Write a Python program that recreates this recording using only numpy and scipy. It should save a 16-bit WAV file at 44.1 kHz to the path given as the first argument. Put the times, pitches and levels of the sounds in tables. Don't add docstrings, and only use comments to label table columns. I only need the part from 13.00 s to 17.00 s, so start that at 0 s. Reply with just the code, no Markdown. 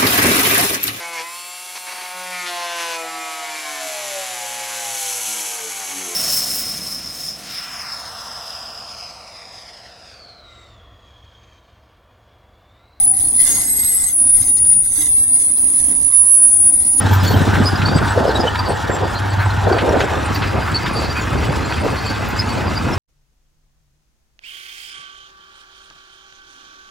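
import sys
import numpy as np
from scipy import signal
from scipy.fft import rfft, irfft, next_fast_len
from scipy.io import wavfile
from scipy.ndimage import uniform_filter1d, minimum_filter1d, map_coordinates

SR = 44100
rng = np.random.default_rng(int(sys.argv[2]) if len(sys.argv) > 2 else 0)


def wav_record(signal):
    frames = np.transpose(np.atleast_2d(signal))
    bounded = np.clip(frames, -1, 1)
    quanta = np.round(bounded * 32767).astype(np.int16)
    wavfile.write(sys.argv[1], SR, quanta)


N = 176400
TIME = np.arange(N) / SR
TRAM_M_PER_S, SOUND_M_PER_S = 5, 343
# squeal pitch in Hz, time abreast of the listener in seconds, distance then in metres.
FRONT_WHEEL, REAR_WHEEL = (9718, 1.44, 3.3), (9781, 3.45, 5)


def amp(db):
    return 10 ** (np.asarray(db) / 20)


def unit(x):
    return x / np.sqrt(np.mean(np.abs(x) ** 2) + 1e-20)


def along(points, hz):
    freqs, values = np.transpose(points)
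    return np.interp(np.log(hz + 1), np.log(freqs + 1), values)


def curves(rows):
    times, *columns = np.transpose(rows)
    return [np.interp(TIME, times, column) for column in columns]


def wobble(rate):
    return map_coordinates(rng.standard_normal(N // 16), [TIME * rate], mode="wrap")


def filtered(x, response):
    size = next_fast_len(N + SR // 2)
    return irfft(rfft(x, size) * response(np.fft.rfftfreq(size, 1 / SR)), size)[..., :N]


def noise(gain):
    # frequency in Hz, correlation of left and right.
    coherence = [(30, 0.33), (70, 0.92), (280, 0.86), (550, 0.56), (1100, 0.19), (3000, 0), (12000, 0.43)]

    def mid_side_gain(hz):
        angle = np.arccos(along(coherence, hz)) / 2
        return gain(hz) * np.array([np.cos(angle), np.sin(angle)])

    mid, side = filtered(rng.standard_normal((2, N)), mid_side_gain)
    return unit(np.array([mid + side, mid - side]))


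def resonance(centre_hz, width_hz, skirt=2):
    return noise(lambda hz: 1 / (1 + np.abs(2 * (hz - centre_hz) / width_hz) ** skirt))


def ringing(modes):
    return noise(lambda f: sum(amp(db) / (1 + (2 * (f - hz) / width) ** 2) for hz, width, db in modes))


def sliding_band(hz, width_hz, skirt=2):
    analytic = signal.hilbert(resonance(hz.mean(), width_hz, skirt))
    return np.real(analytic * np.exp(2j * np.pi * np.cumsum(hz - hz.mean()) / SR))


def patchy(x, depth_db=5):
    spectra = signal.stft(x, nperseg=1024)[2]
    field = rng.standard_normal(spectra.shape[1:])
    field = uniform_filter1d(uniform_filter1d(field, 3, 0), 5, 1)
    return unit(signal.istft(spectra * amp(depth_db * unit(field)), nperseg=1024)[1][:, :N])


def phase(hz, jitter_hz=6):
    return 2 * np.pi * np.cumsum(hz + jitter_hz * wobble(34)) / SR


def passing_tone(wheel, levels, mic_gap_m=.012, flutter_db=2.8, wander_rad=1.1):
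    hz, abreast_s, distance_m = wheel
    ahead_m = TRAM_M_PER_S * (abreast_s - TIME)
    approach = ahead_m / np.hypot(ahead_m, distance_m)
    doppler_phase = phase(hz * (1 + approach * TRAM_M_PER_S / SOUND_M_PER_S))
    half_lag_rad = np.pi * hz * mic_gap_m * approach / SOUND_M_PER_S
    db, pan_db = curves(levels)
    channels = []
    for side in (1, -1):
        level = amp(db + side * pan_db / 2 + flutter_db * wobble(34))
        channels.append(level * np.sin(doppler_phase - side * half_lag_rad + wander_rad * wobble(10)))
    return np.sqrt(2) * np.array(channels)


def wheel_squeal():
    # time in seconds, squeal level in dB, left minus right in dB.
    front_levels = [(0, -14, 0), (.17, -14, 2), (.27, -23, 0), (.42, -13.5, 0), (.5, -25, -2),
                    (.79, -42, 6), (.94, -24, 6), (1.11, -24, 0), (1.135, -13.5, -3), (1.32, -12, -1),
                    (1.43, -17, -4), (1.5, -12.5, -3), (1.78, -11, -2), (1.86, -21, 0), (2.02, -21, 0),
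                    (2.1, -14.5, 0), (2.36, -12.5, 0), (2.41, -23, 1), (2.73, -22, 5), (3.1, -46, 0)]
    rear_levels = [(1.79, -50, -6), (1.86, -26, -8), (2.15, -20, -6), (2.28, -27, -6), (2.48, -17, -5),
                   (3.04, -17, -11), (3.14, -12, -10), (3.42, -7.3, 0), (3.53, -11.5, 4), (3.76, -11.5, 6),
                   (3.83, -18, 0), (3.93, -14.5, -2)]
    return passing_tone(FRONT_WHEEL, front_levels) + passing_tone(REAR_WHEEL, rear_levels)


def street_echo():
    # time in seconds, reflected level in dB.
    levels = [(0, -18), (.3, -14.5), (.6, -17.5), (.7, -27), (.8, -36), (1.08, -28), (1.2, -18),
              (1.46, -17), (1.52, -26), (1.68, -17), (2.1, -19.5), (2.9, -17), (3.42, -24), (3.55, -18.5),
              (3.85, -16), (4, -19)]
    # time in seconds, band centre in Hz, lying toward the louder wheel.
    centres = [(0, 9810), (1.2, 9780), (1.65, 9700), (2.3, 9715), (3.1, 9780), (4, 9730)]
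    return amp(curves(levels)[0]) * sliding_band(curves(centres)[0], width_hz=180, skirt=1.91)


def flange_scrape(ring_db=10, grit_db=7, rough_db=2, scuff_t60_s=.08):
    # time in seconds, relative scrape level in dB, dipping briefly where the squeal is loud.
    levels = [(0, -43), (.13, -54), (.17, -45), (.32, -46), (.46, -34), (.55, -34.5), (.73, -41.5),
              (.92, -40), (1.11, -41), (1.15, -50), (1.32, -48), (1.38, -42), (1.48, -42), (1.53, -61),
              (1.59, -46), (1.635, -59), (1.68, -45), (1.74, -45), (1.785, -61), (1.85, -45), (1.89, -50),
              (2.01, -35.5), (2.11, -47), (2.2, -44), (2.27, -52), (2.4, -43), (2.5, -49), (2.8, -43.5),
              (2.95, -47), (3.42, -50), (3.7, -49), (3.85, -45.5)]
    # start in seconds, level in dB.
    scuffs = [(1.4, -36), (1.472, -35), (1.566, -31), (1.65, -38), (1.73, -37)]
    # frequency in Hz, relative spectral density in dB.
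    grit_spectrum = [(1400, -1.5), (1900, 1.5), (2400, -11), (3200, -2.5), (3550, 4.5), (5800, 1),
                     (10800, 5.5), (11700, -18), (12200, -21), (16000, -30)]
    # frequency in Hz, width in Hz, relative level in dB.
    wheel_modes = [(2028, 130, -6.5), (5010, 130, -7), (6563, 146, -4), (6970, 84, -3.5), (8186, 130, 4),
                   (11334, 260, 1), (12960, 360, -8), (14400, 240, -7), (15710, 160, -6.5)]
    level = amp(curves(levels)[0] + rough_db * wobble(60))
    bursts = sum(amp(db - 60 * np.abs(TIME - start) / scuff_t60_s) * (TIME > start)
                 for start, db in scuffs)
    grit = patchy(noise(lambda hz: amp(along(grit_spectrum, hz))))
    grit = unit(grit * amp(rough_db * wobble(600)))
    ring = amp(ring_db) * level * patchy(ringing(wheel_modes))
    return ring + (amp(grit_db) * level + bursts) * grit


def swelling_noise(levels, spectrum, swell_db=2):
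    level = amp(curves(levels)[0] + swell_db * wobble(14))
    return level * noise(lambda hz: amp(along(spectrum, hz)))


def running_gear():
    # time in seconds, level in dB.
    rumble_levels = [(0, -37), (.55, -37), (.72, -39), (1.17, -44), (1.44, -32), (1.54, -41), (1.6, -33),
                     (2.4, -40), (3.08, -39), (3.45, -44.5), (3.66, -33), (3.7, -46), (3.84, -34),
                     (3.9, -43)]
    roll_levels = [(0, -40.5), (.15, -40.5), (.53, -40), (1.15, -45.5), (1.26, -33.5), (1.33, -42),
                   (2.2, -41.5), (2.36, -39.5), (3.07, -37.5), (3.22, -46.5), (3.5, -41.5), (3.9, -36.5)]
    whine_levels = [(0, -41.5), (.36, -49), (1.1, -52.5), (1.3, -47.5), (1.48, -48), (1.6, -57.5),
                    (3.45, -57), (3.7, -50.5)]
    # frequency in Hz, relative spectral density in dB.
    rumble_spectrum = [(15, 0.5), (35, -11), (55, -2), (70, 0), (95, -1.5), (130, -7), (220, -20),
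                       (500, -35.5)]
    roll_spectrum = [(60, -41), (140, -7), (220, 1.5), (290, 3.5), (370, -6.5), (600, -11), (950, -10),
                     (1400, -26), (2500, -23.5), (6000, -44)]
    rumble = swelling_noise(rumble_levels, rumble_spectrum)
    roll = swelling_noise(roll_levels, roll_spectrum)
    whine = amp(curves(whine_levels)[0]) * resonance(centre_hz=769.5, width_hz=20.5)
    return rumble + roll + whine


def struck_mode(start, hz, db, t60_s, rise_s=.012):
    age = np.maximum(TIME - start, 0)
    envelope = amp(db - 60 * age / t60_s) * (1 - np.exp(-age / rise_s))
    return envelope * np.sqrt(2) * np.sin(phase(hz))


def rail_knocks(ping_hz=2110):
    # start in seconds, pitch in Hz, level in dB.
    thuds = [(.19, 75, -27), (1.4, 95, -25), (1.41, 270, -33), (1.98, 300, -26), (2.11, 75, -29),
             (3.02, 75, -28)]
    # start in seconds, level in dB.
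    pings = [(1.33, -43), (1.41, -42), (1.99, -38), (2.14, -44), (2.35, -44), (2.48, -45), (2.73, -44)]
    body = sum(struck_mode(start, hz, db, t60_s=.2) for start, hz, db in thuds)
    return body + sum(struck_mode(start, ping_hz, db, t60_s=.17) for start, db in pings)


def flange_bites(rise_s=.06, fall_s=.1):
    # time of the peak in seconds, level in dB.
    bites = [(.2, -31), (1.09, -23), (1.41, -28), (1.48, -29), (1.58, -36), (1.85, -33), (1.945, -25),
             (2.01, -21), (2.42, -29), (2.8, -29), (3.03, -36)]
    # frequency in Hz, width in Hz, relative level in dB.
    upper_modes = [(6395, 80, 1.5), (8120, 170, -1), (11290, 190, 1), (12560, 190, -7), (14500, 220, -12),
                   (16340, 290, -1)]
    level = sum(amp(db - 20 * np.maximum((peak_s - TIME) / rise_s, (TIME - peak_s) / fall_s))
                for peak_s, db in bites)
    _, abreast_s, distance_m = FRONT_WHEEL
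    emitted_s = TIME - np.hypot(TRAM_M_PER_S * (TIME - abreast_s), distance_m) / SOUND_M_PER_S
    return level * np.array([map_coordinates(channel, [emitted_s * SR], order=5, mode="mirror")
                             for channel in ringing(upper_modes)])


def mode_jumps(fade_db=36.5, smear_width_hz=98):
    # start and end in seconds, pitch in Hz, level in dB, rise and fall in seconds
    # (each spanning fade_db), reflected share of the power.
    jumps = [(.5, .56, 6588, -21, .09, .33, .4), (.45, .68, 8195, -25, .1, .1, .8),
             (.69, 1.09, 8198, -17, .12, .05, .3), (.73, .92, 11322, -19, .4, .45, .45),
             (.44, 1.1, 2058, -42, .05, .1, .95), (.6, 1.0, 5088, -42, .3, .3, .8),
             (3.49, 3.53, 6525, -39, .1, .5, .5)]
    quadrature = np.array([[0], [np.pi / 2]])
    out = np.zeros((2, N))
    for start, end, hz, db, rise, fall, share in jumps:
        fade = np.maximum(start - TIME, 0) / rise + np.maximum(TIME - end, 0) / fall
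        tone = np.sqrt(2) * np.sin(phase(hz) + quadrature)
        smear = resonance(hz, smear_width_hz)
        out += amp(db - fade_db * fade) * (np.sqrt(1 - share) * tone + np.sqrt(share) * smear)
    return out


def bogie_whoosh():
    # time in seconds, centre in Hz, whoosh level in dB, whistle level in dB.
    glide = [(3.02, 1170, -60, -70), (3.13, 1100, -42.5, -56), (3.3, 1010, -43.5, -55),
             (3.49, 915, -46, -44), (3.54, 840, -46, -58), (4, 690, -54, -70)]
    hz, whoosh_db, whistle_db = curves(glide)
    whoosh = amp(whoosh_db) * sliding_band(hz, width_hz=160)
    return whoosh + amp(whistle_db) * sliding_band(hz, width_hz=22)


def scene():
    sustained = wheel_squeal() + street_echo() + flange_scrape() + running_gear()
    return sustained + rail_knocks() + flange_bites() + mode_jumps() + bogie_whoosh()


def record(dry, crossover_hz=4400, ceiling=.87, hold_s=.0061, top_hz=15800):
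    bass = filtered(dry, lambda hz: 1 / (1 + (hz / crossover_hz) ** 4))
    treble = dry - bass
    hold = int(hold_s * SR)
    needed_gain = ceiling / np.maximum(np.abs(treble), ceiling)
    gain = uniform_filter1d(minimum_filter1d(needed_gain, hold), hold)
    return filtered(bass + gain * treble, lambda hz: hz < top_hz)


dry = scene()
out = record(dry)
wav_record(out)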